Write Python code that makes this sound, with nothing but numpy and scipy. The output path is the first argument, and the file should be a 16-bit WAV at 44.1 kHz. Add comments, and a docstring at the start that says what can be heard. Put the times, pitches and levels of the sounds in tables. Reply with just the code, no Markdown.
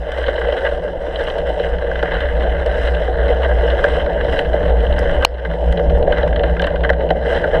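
"""Bicycle over packed snow, heard from the handlebar

The microphone rides in a closed case clamped to the handlebar of a bicycle on packed snow. Road shake comes
through the frame: two wavering tones are the clamp and handlebar bending; noise through resonances is the case
ringing with tyre buzz, crunch and knocks. Fine spray and grit ticks leak through the wall, one hard crack
strikes the case, filtered noise makes the wind, and a peak limiter ducks everything after the loudest peaks."""
import sys
import numpy as np
from scipy import signal
from scipy.fft import rfft, irfft
from scipy.io import wavfile
from scipy.ndimage import uniform_filter1d

SR = 44100
rng = np.random.default_rng(int(sys.argv[2]) if len(sys.argv) > 2 else 0)


def invert_db(x):
    """Field ratio 10**(x/20) for x, a level in decibels (scalar or array-like)."""
    u = np.asarray(x, float) / 20
    return 10 ** u


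def store_wav(level_fs):
    """Save 16-bit WAV to argv[1]."""
    pcm = np.round(np.clip(np.atleast_2d(level_fs), -1, 1) * 32767)
    wavfile.write(sys.argv[1], SR, pcm.T.astype(np.int16))


N = 335160


def case(buzz_db):
    """The case as a resonator: buzz drives its low modes, crunch the upper ones, knocks drive all."""
    # modes of the case and its clamp: f/Hz, width/Hz, relative level/dB
    low_modes = [(302, 89, -15.5), (362.4, 63, -13), (471.2, 77.5, 0.5), (583.4, 86.6, 2),
                 (666.6, 39.4, -5), (739.5, 48, -5), (886, 159, -14.5)]
    mid_modes = [(1154, 850, -6.5), (1417, 74, -3), (1565, 218, 2), (1788, 340, -6.5), (1992, 190, -1)]
    high_modes = [(2380, 150, -10.5), (3012, 546, 5.5), (3564, 70, -2), (3907, 307, -2.5), (4456, 510, -31)]
    # what leaks through the wall: f/Hz, relative level/dB
    leak = [(3000, -68), (3900, -33), (4700, 0), (5100, 1.5), (6400, -7), (7060, -14.5), (7700, -4.5),
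            (8500, -8), (10000, -14), (11300, -15), (12300, -20), (12800, -23), (13500, -24),
            (15200, -23.5)]
    # the snow under the tyre between the swells: t/s, crunch level/dB, fine spray level/dB (both relative)
    snow_levels = [(0, -35.5, -62), (1, -36.5, -64), (2.5, -30, -62.5), (3.3, -31, -62), (4.7, -32, -62.5),
                   (5.3, -34, -64.5), (5.7, -35, -62.5), (6, -41, -68.5), (7, -37.5, -69.5),
                   (7.6, -28, -61)]
    crunch_db, spray_db = curves(snow_levels) + swells()
    runs = np.minimum(clumps(per_s=90, seconds=0.02) + 0.08 * clumps(per_s=5, seconds=0.01), 3.5)
    buzz = invert_db(buzz_db) * tyre_buzz(runs)
    crunch, spray = snow_grains(runs)
    crunch = invert_db(crunch_db) * crunch
    spray = invert_db(spray_db) * spray
    thud, knock, clack, tick = knocks()

    low = ring(buzz + thud, low_modes)
    mid = ring(invert_db(-0.93) * crunch + knock, mid_modes)
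    # the more spray there is against crunch, the brighter the crunch
    high_db = -9.5 + 0.22 * (spray_db - crunch_db + 29.5)
    high = ring(invert_db(high_db) * crunch + clack, high_modes)
    top = invert_db(11.5) * coloured(spray + tick, leak)
    wall = signal.butter(3, 4700, fs=SR, output="sos")  # the closed wall dulls the frame's sound
    return signal.sosfilt(wall, low + mid + high) + top


def tyre_buzz(runs):
    """Tyre shake: noise whose level follows the runs of breaking crust and a fast flutter; rms 1."""
    shake_db = 1.2 * runs + 1.1 * flutter(0.0079)
    buzz = evened(rng.standard_normal(N) * invert_db(shake_db))
    return evened(patchy(buzz, patchy_db=1.2))


def snow_grains(runs):
    """Crunch and fine spray: random grain clicks over noise, swelling with the runs; each of rms 1."""
    grit = grains(per_s=1400, spread_db=3.6) + .3 * rng.standard_normal(N)
    fine = grains(per_s=2500, spread_db=3.8) + 0.45 * rng.standard_normal(N)
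    crunch = grit * invert_db(2.35 * runs)
    spray = (fine + .4 * grit) * invert_db(1.8 * np.minimum(runs, 2))
    return evened(patchy(crunch, patchy_db=2.0)), evened(patchy(spray, patchy_db=1.9))


def swells():
    """Extra dB of crunch and of spray: smooth bumps, about once a pedal stroke and on crusty patches."""
    # peak t/s, half length/s, extra crunch level/dB, extra spray level/dB
    bumps = [(0.257, 0.11, 7, 2.5), (0.533, 0.24, 7, 3.5), (1.261, 0.13, 7, 6.5), (1.592, 0.11, 3, 4.5),
             (2.14, .14, 6.5, 1.5), (2.833, 0.094, 4.5, 9), (3.775, 0.23, 6.5, 6), (4.34, 0.078, 5, 8.5),
             (5.16, 0.19, 6.5, 5), (6.17, 0.081, 12.5, 5.5), (6.554, 0.27, 4, 3), (7.334, 0.079, 7, 11)]
    t = np.arange(N) / SR
    return sum(np.outer(db, np.exp(-((t - s) / half) ** 2)) for s, half, *db in bumps)


def knocks():
    """Four drives, from thud to tick, holding one burst per knock; the higher, the shorter and sharper."""
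    # single knocks and low thumps through the frame, strong and weak, before the trim:
    # t/s, level/dB, thud level/dB and clack level/dB (both re the knock), length/s
    placed_knocks = [(0.1174, -17, -25, -10, 0.0039), (0.1824, -29, 11, 0, 0.0044),
                     (0.2813, -8, 0, -17.5, 0.0041), (0.377, -14.5, -5, -24, 0.0054),
                     (0.4135, -13, -2.5, -23, 0.0047), (0.4439, -16, 3, -31, 0.0063),
                     (0.4833, -16.5, 5, -11, 0.0042), (0.5227, -14.5, -4, -11.5, 0.0047),
                     (1.2072, -19.5, -9, -11, 0.0045), (1.2684, -23, 9, -4, 0.0031),
                     (1.2994, -20.5, 9, -0.5, 0.0042), (1.3818, -26.5, -10, -0.5, 0.0054),
                     (1.5964, -17, 11, -8, 0.0036), (1.7828, -20.5, 3, -9, 0.0042),
                     (1.9135, -7, -15, -22, 0.0026), (1.9544, -17, -11, -11, 0.0059),
                     (2.0263, -6.5, 6, -15, 0.0034), (2.0552, -9, -13, -26, 0.0034),
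                     (2.0747, -16.5, 6, -40, 0.0049), (2.1181, -14.5, 10, -12, 0.0035),
                     (2.2039, -11.5, -7, -12, 0.0046), (2.4044, -12.5, -4, -14, 0.0038),
                     (2.5481, -25, 1, -18, 0.0052), (2.6604, -18.5, 8, -7, 0.0056),
                     (2.8779, -20.5, -15, -21, 0.0042), (3.0774, -19.5, 13, -14, 0.0037),
                     (3.5119, -15.5, -8, -22, 0.0039), (3.7025, -20.5, 1, -4, 0.0042),
                     (3.8397, -2.5, -0.5, -18, 0.0045), (4.0607, -11, -8, -18, 0.0032),
                     (4.118, -33, 16, -4, 0.0042), (4.2078, -12, -14, -16, 0.0067),
                     (4.2802, -18, 3, -22, 0.0081), (4.3894, -5.5, 3, -7.5, 0.0038),
                     (4.6039, -19.5, 3, -14, 0.0046), (4.9806, -8, -10, -19, 0.0044),
                     (5.1424, -25.5, 10, -18, 0.0052), (5.449, -7, -4, -17, 0.0057),
                     (5.5353, -15.5, -8, -13, 0.0046), (5.7229, -16, 0, -11, 0.0042),
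                     (6.0726, -18, 14.5, -22, 0.0031), (6.1215, -12.5, 0, -11, 0.0079),
                     (6.1809, -11.5, 1, -14, 0.0042), (6.2093, -15, 7, -15, 0.0035),
                     (6.2282, -14, 7, -9.5, 0.0046), (6.2632, -22.5, 12.5, -15, 0.0042),
                     (6.2746, -12.5, -10, -16, 0.0036), (6.327, -17, -2, -18, 0.005),
                     (6.3594, -9, -10, -11.5, 0.0038), (6.3934, -18, 15, -5, 0.0028),
                     (6.4054, -26.5, 19.5, -14, 0.0038), (6.4338, -12, 4, -12, 0.006),
                     (6.4684, -27.5, 17.5, -9, 0.0052), (6.5655, -12, -11, -17.5, 0.0042),
                     (6.5949, -9, -14, -14, 0.0042), (6.6194, -9.5, 1, -10, 0.0052),
                     (6.6403, -7.5, -3.5, -8, 0.0047), (6.6682, -10, -3, -13.5, 0.0073),
                     (6.7374, -25, 21.5, -21, 0.0047), (6.7575, -10, -9, -12.5, 0.0032),
                     (6.8339, -13, -2, -10, 0.0057), (6.8463, -9.5, -7, -18, 0.0064),
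                     (6.8917, -2, -3, -14.5, 0.0029), (6.8992, -1.5, 5.5, -23, 0.0021),
                     (6.9301, -15.5, -14, -14, 0.005), (7.1038, -5.5, 9, -8.5, 0.0028),
                     (7.3467, -18, 11.5, -8.5, 0.008), (7.4395, -8.5, 0, -25, 0.0054)]
    # grit flicked against the case, before the trim: t/s, level/dB
    grit_ticks = [(0.1181, -37.5), (0.1824, -43), (1.2396, -39.5), (1.2915, -43.5), (1.3823, -40),
                  (2.0298, -39), (2.2034, -45.5), (2.6609, -35.5), (3.8402, -38), (4.3924, -36),
                  (4.9901, -28), (5.7239, -34), (5.9823, -50), (6.1818, -44.5), (6.1994, -50),
                  (6.2794, -46), (6.6179, -35), (6.6672, -38), (6.9002, -39.5), (7.1067, -43)]
    tick_db = -48.5  # treble of a knock re its level
    grit_s = 0.0031
    rows = list(placed_knocks) + small_knocks()
    drive = np.zeros((4, N + 2048))
    noise = rng.standard_normal((len(rows), 4, 2048))
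    for (s, db, thud_db, clack_db, seconds), shake in zip(rows, noise):
        at = round(s * SR)
        # per drive: level with a fixed trim, share of the length, rise time in s
        parts = ((thud_db - 4.0, 1.4, .0015), (-8.5, 1.1, .0005),
                 (clack_db - 3.5, .9, .0003), (tick_db, .6, .0001))
        for row, (re_db, lasting, rise) in enumerate(parts):
            drive[row, at:at + 2048] += invert_db(db + re_db) * burst(seconds * lasting, shake[row], rise)
    grit_noise = rng.standard_normal((len(grit_ticks), 2048))
    for (s, db), shake in zip(grit_ticks, grit_noise):
        at = round(s * SR)
        drive[3, at:at + 2048] += invert_db(db - 9) * burst(grit_s, shake, rise=.0001)
    return drive[:, :N]


def small_knocks():
    """The many small jolts: rows like the placed ones, at random times and with random colour."""
    per_s, level_db, spread_db = 8, -24.5, 1
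    length_s, length_spread = .0038, 0.58  # spread of the log length
    draw = rng.standard_normal((200, 4))
    s = np.cumsum(rng.exponential(1, 200)) / per_s
    db = [level_db, 3, -9] + draw[:, :3] * [spread_db, 6, 6]  # knock, thud, clack
    seconds = length_s * np.exp(length_spread * draw[:, 3])
    return list(np.column_stack([s, db, seconds])[s < N / SR])


def burst(seconds, noise, rise):
    """A shaken contact: noise that starts fast, dies within the given time and leaves a weak rattle."""
    t = np.arange(len(noise)) / SR
    body = np.exp(-(t / max(seconds, .0004)) ** 2)
    rattle = invert_db(-12.5) * np.exp(-t / (3.7 * seconds))
    return noise * (body + rattle) * (1 - np.exp(-t / rise))


def snap():
    """One hard crack on the case itself: its modes, a bright edge and a faint metal ring after it."""
    # t/s, level/dB, length/s
    s, db, seconds = (5.2484, 7, .0034)
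    # modes struck by the crack: f/Hz, width/Hz, relative level/dB
    modes = [(600, 400, 6.5), (1040, 840, 0), (1440, 440, 1), (2310, 450, -3.5), (2964, 700, -2),
             (4150, 350, 0), (5470, 390, -19.5)]
    # spectrum of the bright edge: f/Hz, relative level/dB
    edge_colour = [(4000, -41), (5500, -1), (8000, -9.5), (13000, -3.5), (16000, -19.5)]
    # metal left ringing: f/Hz, level/dB, time to fall 60 dB/s
    metal = [(3130, -33, .12), (3530, -39, .12), (4540, -31, .12), (4860, -40, .1), (5180, -35, .15)]
    out, at, t = np.zeros(N), round(s * SR), np.arange(8192) / SR
    body, edge = rng.standard_normal((2, 8192))
    crack = ring(body * np.exp(-(t / seconds) ** 4), modes)[:8192]
    edge = evened(coloured(edge, edge_colour)) * np.exp(-(t / (.55 * seconds)) ** 2)
    tail = sum(invert_db(d - 60 * t / t60) * np.sin(2 * np.pi * hz * t) for hz, d, t60 in metal)
    out[at:at + 8192] = invert_db(db) * (crack + invert_db(-25) * edge) + tail
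    return out


def hum(hz, db, waver_hz, wobble_db, seconds):
    """A lightly damped bending mode kept going by the road: one tone wavering in pitch and level."""
    turns = np.cumsum(hz + waver_hz * flutter(seconds)) / SR
    level = np.sqrt(2) * invert_db(db + wobble_db * flutter(seconds))
    return level * np.sin(2 * np.pi * turns)


def wind(level_db):
    """Wind on the case: lumpy low noise in gusts; the roar above the rumble has its own level."""
    # colour of the wind: f/Hz, relative level/dB
    colour = [(8.8, -32.5), (15, 2.5), (64, 1), (85, -8), (119, -11.5), (173, -12), (231, -14.5),
              (300, -14.5), (390, -53.5), (660, -120)]
    # upper roar: t/s, level/dB
    roar_levels = [(0.08, -50.5), (0.6, -43.5), (3.99, -37), (4.29, -31), (5.16, -36), (6.11, -34),
                   (6.65, -33), (7.5, -36.5)]
    roar_from_hz = 90.6
    air = coloured(rng.standard_normal(N), colour)
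    rumble = signal.sosfiltfilt(signal.butter(4, roar_from_hz, fs=SR, output="sos"), air)
    roar = air - rumble
    gusts = invert_db(1.7 * flutter(0.069))
    return gusts * (invert_db(level_db) * evened(rumble) + invert_db(curves(roar_levels)[0]) * evened(roar))


def clumps(per_s, seconds):
    """Crust gives way suddenly and crumbles on: random steps up that die away; mean 0, rms 1."""
    kicks = rng.exponential(1, N) * (rng.random(N) < per_s / SR)
    shape = signal.lfilter([1], [1, -np.exp(-1 / (seconds * SR))], kicks)
    return evened(shape - shape.mean())


def grains(per_s, spread_db):
    """Random clicks, most small, a few large; rms 1."""
    size = invert_db(spread_db * np.minimum(rng.exponential(1, N), 4)) * rng.choice([-1., 1.], N)
    return evened(size * (rng.random(N) < per_s / SR))


def patchy(x, patchy_db):
    """The colour drifts as the snow changes: random patches of about 700 Hz by 50 ms."""
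    z = signal.stft(x, nperseg=256)[2]
    field = uniform_filter1d(rng.standard_normal(z.shape), size=4, axis=0)
    field = evened(uniform_filter1d(field, size=17, axis=1))
    return signal.istft(z * invert_db(patchy_db * field), nperseg=256)[1][:N]


def ring(x, modes):
    """Convolves with the modes; each is a resonance applied twice, neighbours in opposite sign."""
    hz = np.fft.rfftfreq(8192, 1 / SR)
    response = sum((-1) ** k * invert_db(db) / (1 + 2j * (hz - f) / width) ** 2
                   for k, (f, width, db) in enumerate(modes))
    taps = irfft(response)[:4096]
    return signal.oaconvolve(x, taps / np.linalg.norm(taps))[:N]


def coloured(x, points):
    """Filters by a spectrum drawn on a log frequency axis."""
    hz = np.fft.rfftfreq(len(x), 1 / SR)
    f, db = np.transpose(points)
    gain = invert_db(np.interp(np.log(hz + 1), np.log(f + 1), db))
    return irfft(rfft(x) * gain, len(x))


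def flutter(seconds):
    """Smooth chance of rms 1 that changes over the given time."""
    width = max(int(seconds * SR), 1)
    return evened(uniform_filter1d(uniform_filter1d(rng.standard_normal(N), width), width))


def curves(rows):
    """Every column of a table after its times, sample by sample."""
    s, *columns = np.transpose(rows)
    return [np.interp(np.arange(N) / SR, s, c) for c in columns]


def evened(x):
    """Scales to rms 1."""
    return x / np.sqrt(np.mean(x ** 2) + 1e-20)


def scene():
    """Case, crack, clamp, handlebar and wind all reach one microphone."""
    # slow levels along the ride:
    # t/s, clamp sway level/dB, handlebar flex level/dB, wind rumble level/dB, tyre buzz level/dB
    ride = [(0, -20.5, -43.5, -36, -26), (.4, -26.5, -46, -30, -20.5), (1, -34.5, -42.5, -29, -23.5),
            (1.6, -24.5, -42.5, -27.5, -21), (2.1, -27, -33.5, -25.5, -23.5),
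            (2.45, -19.5, -40, -22.5, -20.5), (3.2, -19.5, -40.5, -26.5, -20.5),
            (3.8, -20, -36.5, -21.5, -18), (4.25, -25.5, -37.5, -23.5, -19.5), (4.8, -15.5, -29, -21, -19),
            (5.3, -18.5, -44, -20.5, -19), (5.5, -17, -26, -27, -19), (6.1, -22, -30.5, -18, -19.5),
            (6.8, -20, -29.5, -26, -20.5), (7.3, -23, -31, -29.5, -20.5), (7.6, -20, -33.5, -19.5, -13.5)]
    sway_db, flex_db, wind_db, buzz_db = curves(ride)
    flex_hz = 170.9 - .6 * np.arange(N) / SR  # the flex tone sinks slowly, in Hz per s
    sway = hum(59.6, sway_db, waver_hz=2.6, wobble_db=2.5, seconds=0.052)
    flex = hum(flex_hz, flex_db, waver_hz=3.8, wobble_db=4.5, seconds=.035)
    return (case(buzz_db) + snap() + sway + flex + wind(wind_db))[None]


def top_cut(x):
    """Nothing passes above the cut-off."""
    return signal.sosfilt(signal.butter(12, 15200, fs=SR, output="sos"), x)


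def record(dry):
    """Peaks over the threshold pull the gain down in a few ms; it climbs back steadily; overshoot is squashed."""
    threshold_db, recovery_db_per_s, lag_s = -3.0, 30.0, .0009
    peak_db = 20 * np.log10(uniform_filter1d(abs(dry[0]), 24) + 1e-9)
    fall = np.arange(N) * recovery_db_per_s / SR
    held_db = np.maximum.accumulate(peak_db + fall) - fall  # each peak, sinking steadily after it
    over_db = np.maximum(held_db - threshold_db, 0)
    lag = np.exp(-1 / (lag_s * SR))
    ducked = dry / invert_db(signal.lfilter([1 - lag], [1, -lag], over_db))
    squashed = ducked / (1 + abs(ducked) ** 4) ** (1 / 4)
    return top_cut(squashed)


dry = scene()
out = record(dry)
store_wav(out)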